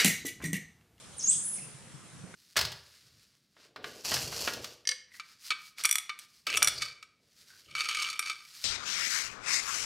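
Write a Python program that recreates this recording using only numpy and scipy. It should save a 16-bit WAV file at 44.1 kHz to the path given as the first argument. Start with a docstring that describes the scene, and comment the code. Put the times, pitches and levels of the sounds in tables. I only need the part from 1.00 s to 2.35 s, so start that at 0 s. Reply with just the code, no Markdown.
"""A baby monkey squeals three times in one quick run on a tarpaulin under trees.
Each squeak is a pitch-curved whistle that roughens into rasp and hiss: the first mostly falls,
the second climbs and breaks into a rasp, the third arches high and drops; gliding noise bands form
hoarse undertones and small late calls. Reflections and a noise tail with lingering pitches ring on;
soft bumps are single low modes with scuffing, a twig tap is four decaying modes,
and shaped noise gives a low outdoor rumble and leaf hiss, its treble fading slowly."""
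import sys
import numpy as np
from scipy import signal
from scipy.fft import rfft, irfft
from scipy.io import wavfile
from scipy.ndimage import uniform_filter1d

SR = 44100
rng = np.random.default_rng(int(sys.argv[2]) if len(sys.argv) > 2 else 0)


def master_out(mix):
    """Clip the mix to full scale and print it as 16-bit PCM to the path in sys.argv[1]."""
    frames = np.transpose(np.atleast_2d(mix))
    ceiling = np.clip(frames, -1, 1)
    pcm = np.round(ceiling * 32767).astype(np.int16)
    wavfile.write(sys.argv[1], SR, pcm)


N = 59535

# squeak curves: time_s, pitch_hz, level_db, roughness_0_to_1
FALLING_SQUEAK = [(.168, 8900, -51, 0.38), (.177, 9200, -52.5, 0.04), (.184, 9250, -39, 0.23),
                  (.189, 7905, -44.5, 0), (.198, 6100, -35.5, .2), (.207, 5720, -43, 0.54),
                  (.213, 5243, -45, 0.63), (.220, 5203, -40.5, 0.28), (.227, 5843, -39.5, 0.88),
                  (.238, 6380, -39, 0.5)]
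CLIMBING_SQUEAK = [(.241, 6580, -28.5, .02), (.247, 6636, -26, 0.027), (.257, 6500, -38.5, 0.078),
                   (.263, 6340, -35.5, 0.39), (.271, 6049, -39, 0.87), (.273, 6455, -27.5, 0.19),
                   (.276, 6654, -23.5, 0.19), (.279, 7110, -30, 0.16), (.283, 7220, -24, 0.065),
                   (.292, 7400, -23, 0.081), (.301, 8030, -16.5, 0.084), (.305, 8150, -30.5, 0.31),
                   (.314, 8250, -24, 0.21), (.321, 8350, -33, 0.79), (.330, 8300, -27, 0.37),
                   (.337, 8680, -31.5, 0.49), (.356, 8900, -45, 0.97), (.368, 9310, -37.5, 0.33),
                   (.378, 9300, -40.5, 0.41), (.382, 8700, -38, 0.33), (0.39, 8720, -36, 0.17),
                   (.396, 8860, -47, .3)]
ARCHING_SQUEAK = [(.425, 9500, -45, 0.42), (.437, 10270, -43, 0.16), (.447, 10470, -43, 0.1),
                  (.456, 10130, -34, 0.064), (.465, 9540, -34, .12), (.474, 10050, -40, 0.2),
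                  (.489, 10120, -33, .11), (.498, 10200, -37.5, 0.16), (.505, 10420, -50, .25),
                  (.519, 11050, -45.5, 0.21), (.528, 10680, -42.5, .25), (.540, 9580, -32.5, 0.13),
                  (.551, 8990, -41, 0.33), (.563, 8200, -46, .7), (.571, 7220, -47.5, 0.67),
                  (.576, 5500, -49.5, 0.44)]
EDGE_S, PITCH_SMOOTH_SAMPLES = 0.003, 130  # onset and release; pitch averaging
# pitch tremble, rms share of the pitch; the rasp share is at full roughness
JITTER_SHARE, JITTER_HZ = 0.0052, 262
RASP_JITTER_SHARE, RASP_JITTER_HZ = 0.0351, 727
# noise at full roughness: band on the whistle, side band below it, hiss
RASP_WIDTH_HZ, RASP_DB = 1100, 1.5
GROWL_PITCH_RATIO, GROWL_WIDTH_HZ, GROWL_DB = 0.61, 940, -17
AIR_DB = -3.5
FLUTTER_DB, FLUTTER_HZ = 2.4, 150  # rms level tremble at full roughness
# spectrum shape of the squeak hiss: freq_hz, relative_db
AIR_SHAPE = [(1500, -72), (2500, -24), (3400, -9), (4200, -13.5), (5000, -2.5), (6500, 1), (8000, 5.5),
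             (9600, 0.5), (11000, -3.5), (12000, -14)]
# hoarse undertones where the voice cracks, then a small low chirp and a late call:
# start_s, length_s, start_hz, end_hz, width_hz, level_db, octave_re_base_db
HOARSE_BANDS = [(0.264, 0.0134, 2620, 2770, 230, -60.5, 17), (.308, 0.019, 2780, 2720, 150, -49, 2),
                (.304, 0.068, 3403, 3298, 520, -48, -10), (.320, 0.021, 2572, 2504, 220, -62, 15.5),
                (.581, 0.0237, 2480, 2120, 580, -52.5, -9), (.600, 0.07, 2660, 2600, 261, -58.5, -6)]
# soft bumps on the tarpaulin: start_s, pitch_hz, level_db, scuff_re_body_db, left_minus_right_db
BUMPS = [(0.065, 79.5, -58, -18, 5), (0.14, 89, -52, -16, 7), (.268, 200, -46, -15, 4),
         (0.354, 147, -49.5, -17, -3), (0.615, 150, -47.5, -14, -1), (0.659, 147.6, -49.5, -18, -3),
         (0.74, 131, -45.5, -16.5, -10), (0.939, 140, -41.5, -25, 20), (1.127, 139, -47, -26, -7),
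         (1.231, 178, -42, -9, -22)]
BUMP_RISE_S, BUMP_LENGTH_S = 0.0095, 0.125
SCUFF_HZ, SCUFF_WIDTH_HZ = 314.6, 320
TAP_START_S, TAP_DB = 1.3408, -41.5
# twig modes: freq_hz, level_re_tap_db, t60_s
TWIG_MODES = [(1020, -19, .012), (1514, 2, .029), (2140, 2, 0.011), (3540, -8, 0.024)]
# early reflections: delay_s, left_gain, right_gain
REFLECTIONS = [(.0034, 0.063, -0.086), (.0078, 0.14, 0.13), (.0135, -.14, .17), (.021, .15, .14)]
# diffuse tail of the surroundings: freq_hz, t60_s, relative_db
TAIL_DECAY = [(500, .18, -2), (3000, 0.72, 0), (6400, 0.64, 0), (8000, .56, -3.5), (9060, 0.63, 4),
              (10000, 0.53, 0.5), (11000, 0.54, 1)]
# pitches lingering in the surroundings: freq_hz, level_re_tail_db, t60_s
LINGERING_MODES = [(6455, -49.5, 0.43), (6600, -59, 0.37), (7240, -64.5, .7), (7500, -59, 0.54),
                   (8180, -56, .5), (9100, -55, .65)]
VOICE_TAIL_DB, SMALL_TAIL_DB = -1.66, -5  # tail re direct sound: squeaks; hoarse bands and tap
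TAIL_LIKENESS, TAIL_RISE_S = 0.14, 0.0029
# outdoor background spectrum shape: freq_hz, relative_db
OUTDOOR_SHAPE = [(20, -27), (45, -18.5), (85, -23), (120, -4.5), (155, 3), (220, -10), (300, -14),
                 (520, -15.5), (720, -18), (1200, -16), (2000, -19.5), (2800, -20), (4200, -23),
                 (7000, -20.5), (9300, -17.5), (10800, -28), (12000, -20.5), (15000, -46)]
# outdoor background stereo: freq_hz, left_right_correlation
OUTDOOR_LIKENESS = [(30, -0.33), (130, 0.12), (300, 0.65), (800, 0.71), (3000, 0.58), (10000, 0.049)]
OUTDOOR_DB, PATCH_DB = -51, 1.5  # overall rms; rms of the patches
TREBLE_FADE_DB_PER_S, TREBLE_FROM_HZ = 2.5, 2500  # the treble hiss fades slowly
TREBLE_EDGE_HZ, BAND_LIMIT_HZ, TREBLE_LEAK_DB = 11200, 15100, -13.5


def amp(db):
    """Decibels to gain."""
    return 10 ** (np.asarray(db) / 20)


def evened(x):
    """Scales to rms 1."""
    return x / np.sqrt(np.mean(x ** 2) + 1e-20)


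def read(points, hz):
    """Reads a spectrum on a log-frequency axis."""
    f, value = np.transpose(points)
    return np.interp(np.log(hz + 1), np.log(f + 1), value)


def add(mix, start_s, sound):
    """Mixes a sound in at its start, cut at the end of the mix."""
    part = mix[..., round(start_s * SR):][..., :sound.shape[-1]]
    part += sound[..., :part.shape[-1]]


def filtered_noise(gain, n):
    """White noise shaped by a spectrum gain, scaled to rms 1 before trimming to n samples."""
    return evened(irfft(rfft(rng.standard_normal(N)) * gain, N))[:n]


def wobble(n, hz):
    """Smooth random motion up to about hz."""
    f = np.fft.rfftfreq(N, 1 / SR)
    return filtered_noise(1 / (1 + (f / hz) ** 2), n)


def fuzzy(hz, width_hz):
    """A noisy band that follows a pitch curve: two slow noises on carriers in quadrature."""
    phase = 2 * np.pi * np.cumsum(hz) / SR
    in_phase = wobble(len(hz), width_hz / 2) * np.cos(phase)
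    quadrature = wobble(len(hz), width_hz / 2) * np.sin(phase)
    return in_phase + quadrature


def squeak(curve):
    """A trembling whistle that gives way to rasp and hiss as it roughens."""
    time_s, pitch_hz, level_db, roughness = np.transpose(curve)
    t = np.arange(time_s[0] - EDGE_S, time_s[-1] + EDGE_S, 1 / SR)
    n = len(t)
    rough = np.clip(np.interp(t, time_s, roughness), 0, 1)
    hz = uniform_filter1d(np.interp(t, time_s, pitch_hz), size=PITCH_SMOOTH_SAMPLES)

    tremble = JITTER_SHARE * wobble(n, JITTER_HZ)
    rasp_tremble = RASP_JITTER_SHARE * rough * wobble(n, RASP_JITTER_HZ)
    phase = 2 * np.pi * np.cumsum(hz * (1 + tremble + rasp_tremble)) / SR
    whistle = np.sqrt(2 * (1 - rough ** 2)) * np.sin(phase)

    rasp = amp(RASP_DB) * fuzzy(hz, RASP_WIDTH_HZ)
    growl = amp(GROWL_DB) * fuzzy(GROWL_PITCH_RATIO * hz, GROWL_WIDTH_HZ)
    air_gain = amp(read(AIR_SHAPE, np.fft.rfftfreq(N, 1 / SR)))
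    air = amp(AIR_DB) * filtered_noise(air_gain, n)
    voice = whistle + rough * (rasp + growl + air)

    gate = np.clip(np.minimum(t - t[0], t[-1] - t) / EDGE_S, 0, 1)
    flutter_db = FLUTTER_DB * rough * wobble(n, FLUTTER_HZ)
    return t[0], voice * gate * amp(np.interp(t, time_s, level_db) + flutter_db)


def hoarse_band(start_s, length_s, start_hz, end_hz, width_hz, level_db, octave_db):
    """A short hoarse undertone or small call: a gliding noise band with its octave."""
    u = np.linspace(0, 1, round(length_s * SR))
    hz = start_hz + (end_hz - start_hz) * u
    base = evened(fuzzy(hz, width_hz))
    octave = amp(octave_db) * fuzzy(2 * hz, 2 * width_hz)
    envelope = np.sqrt(abs(np.sin(np.pi * u)))
    return start_s, amp(level_db) * envelope * (base + octave)


def bump(start_s, pitch_hz, level_db, scuff_db, pan_db):
    """A padded push swells and dies in one low mode, with a little scuffing."""
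    t = np.arange(int(BUMP_LENGTH_S * SR)) / SR
    swell = t / BUMP_RISE_S * np.exp(1 - t / BUMP_RISE_S)
    mode = np.sin(2 * np.pi * pitch_hz * t)
    scuff = amp(scuff_db) * fuzzy(np.full(len(t), SCUFF_HZ), SCUFF_WIDTH_HZ)
    sides = evened(amp([[pan_db / 2], [-pan_db / 2]]))
    return start_s, amp(level_db) * sides * swell * (mode + scuff)


def tap():
    """A dry tick of a twig: a few modes decaying exponentially."""
    t = np.arange(SR // 20) / SR
    tick = np.zeros(len(t))
    for hz, db, t60_s in TWIG_MODES:
        tick += amp(TAP_DB + db - 60 * t / t60_s) * np.sin(2 * np.pi * hz * t)
    return TAP_START_S, tick


def surroundings(x, tail_db):
    """Direct sound, a few near reflections and a diffuse tail in which some pitches linger."""
    a, b = rng.standard_normal((2, SR))
    noise = np.array([a, TAIL_LIKENESS * a + np.sqrt(1 - TAIL_LIKENESS ** 2) * b])
    hz, t, z = signal.stft(noise, SR, nperseg=256)
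    decay = np.array(TAIL_DECAY)
    t60_s = read(decay[:, :2], hz)[:, None]
    fade_db = read(decay[:, [0, 2]], hz)[:, None] - 60 * t / t60_s
    rise = 1 - np.exp(-t / TAIL_RISE_S)
    tail = signal.istft(z * amp(fade_db) * rise, SR, nperseg=256)[1]

    t = np.arange(tail.shape[1]) / SR
    modes = np.zeros(len(t))
    for mode_hz, db, mode_t60_s in LINGERING_MODES:
        modes += amp(db - 60 * t / mode_t60_s) * np.sin(2 * np.pi * (mode_hz * t + rng.random()))

    response = amp(tail_db) * (tail / np.linalg.norm(tail[0]) + modes)
    response[:, 0] += 1  # direct sound
    for delay_s, left, right in REFLECTIONS:
        response[:, round(delay_s * SR)] += left, right
    return signal.fftconvolve(x[None], response, axes=1)[:, :N]


def outdoors():
    """Low rumble and leaf hiss: noise shaped per band, with drifting patches and fading treble."""
    frames, hz = N // 256 + 5, np.fft.rfftfreq(1024, 1 / SR)
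    a, b, c, d, patches = rng.standard_normal((5, frames, 513))
    patches = uniform_filter1d(patches, size=12, axis=0)
    patches = evened(uniform_filter1d(patches, size=12, axis=1))

    likeness = np.clip(read(OUTDOOR_LIKENESS, hz), -1, 1)
    left = a + 1j * b
    right = likeness * left + np.sqrt(1 - likeness ** 2) * (c + 1j * d)

    fade_s = np.linspace(.5, -.5, frames)[:, None] * N / SR
    treble_share = hz ** 2 / (hz ** 2 + TREBLE_FROM_HZ ** 2)
    fade_db = TREBLE_FADE_DB_PER_S * fade_s * treble_share
    z = np.array([left, right]) * amp(read(OUTDOOR_SHAPE, hz) + PATCH_DB * patches + fade_db)
    noise = signal.istft(z.transpose(0, 2, 1), nperseg=1024, noverlap=768)[1][:, :N]
    return amp(OUTDOOR_DB) * evened(noise)


def scene():
    """The monkey and the twig in their surroundings, over bumps and background."""
    voice, small, bumps = np.zeros(N), np.zeros(N), np.zeros((2, N))
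    for curve in (FALLING_SQUEAK, CLIMBING_SQUEAK, ARCHING_SQUEAK):
        add(voice, *squeak(curve))
    for row in HOARSE_BANDS:
        add(small, *hoarse_band(*row))
    add(small, *tap())
    for row in BUMPS:
        add(bumps, *bump(*row))
    ringing = surroundings(voice, VOICE_TAIL_DB) + surroundings(small, SMALL_TAIL_DB)
    return ringing + bumps + outdoors()


def record(dry):
    """The top of the treble drops steeply, with a faint remainder up to the band limit."""
    leak = amp(TREBLE_LEAK_DB)
    edge = signal.firwin(255, TREBLE_EDGE_HZ, fs=SR)
    limit = signal.firwin(255, BAND_LIMIT_HZ, window=("kaiser", 10), fs=SR)
    taps = np.convolve((1 - leak) * edge + leak * limit, limit)
    return signal.oaconvolve(dry, taps[None], "same")


dry = scene()
out = record(dry)
master_out(out)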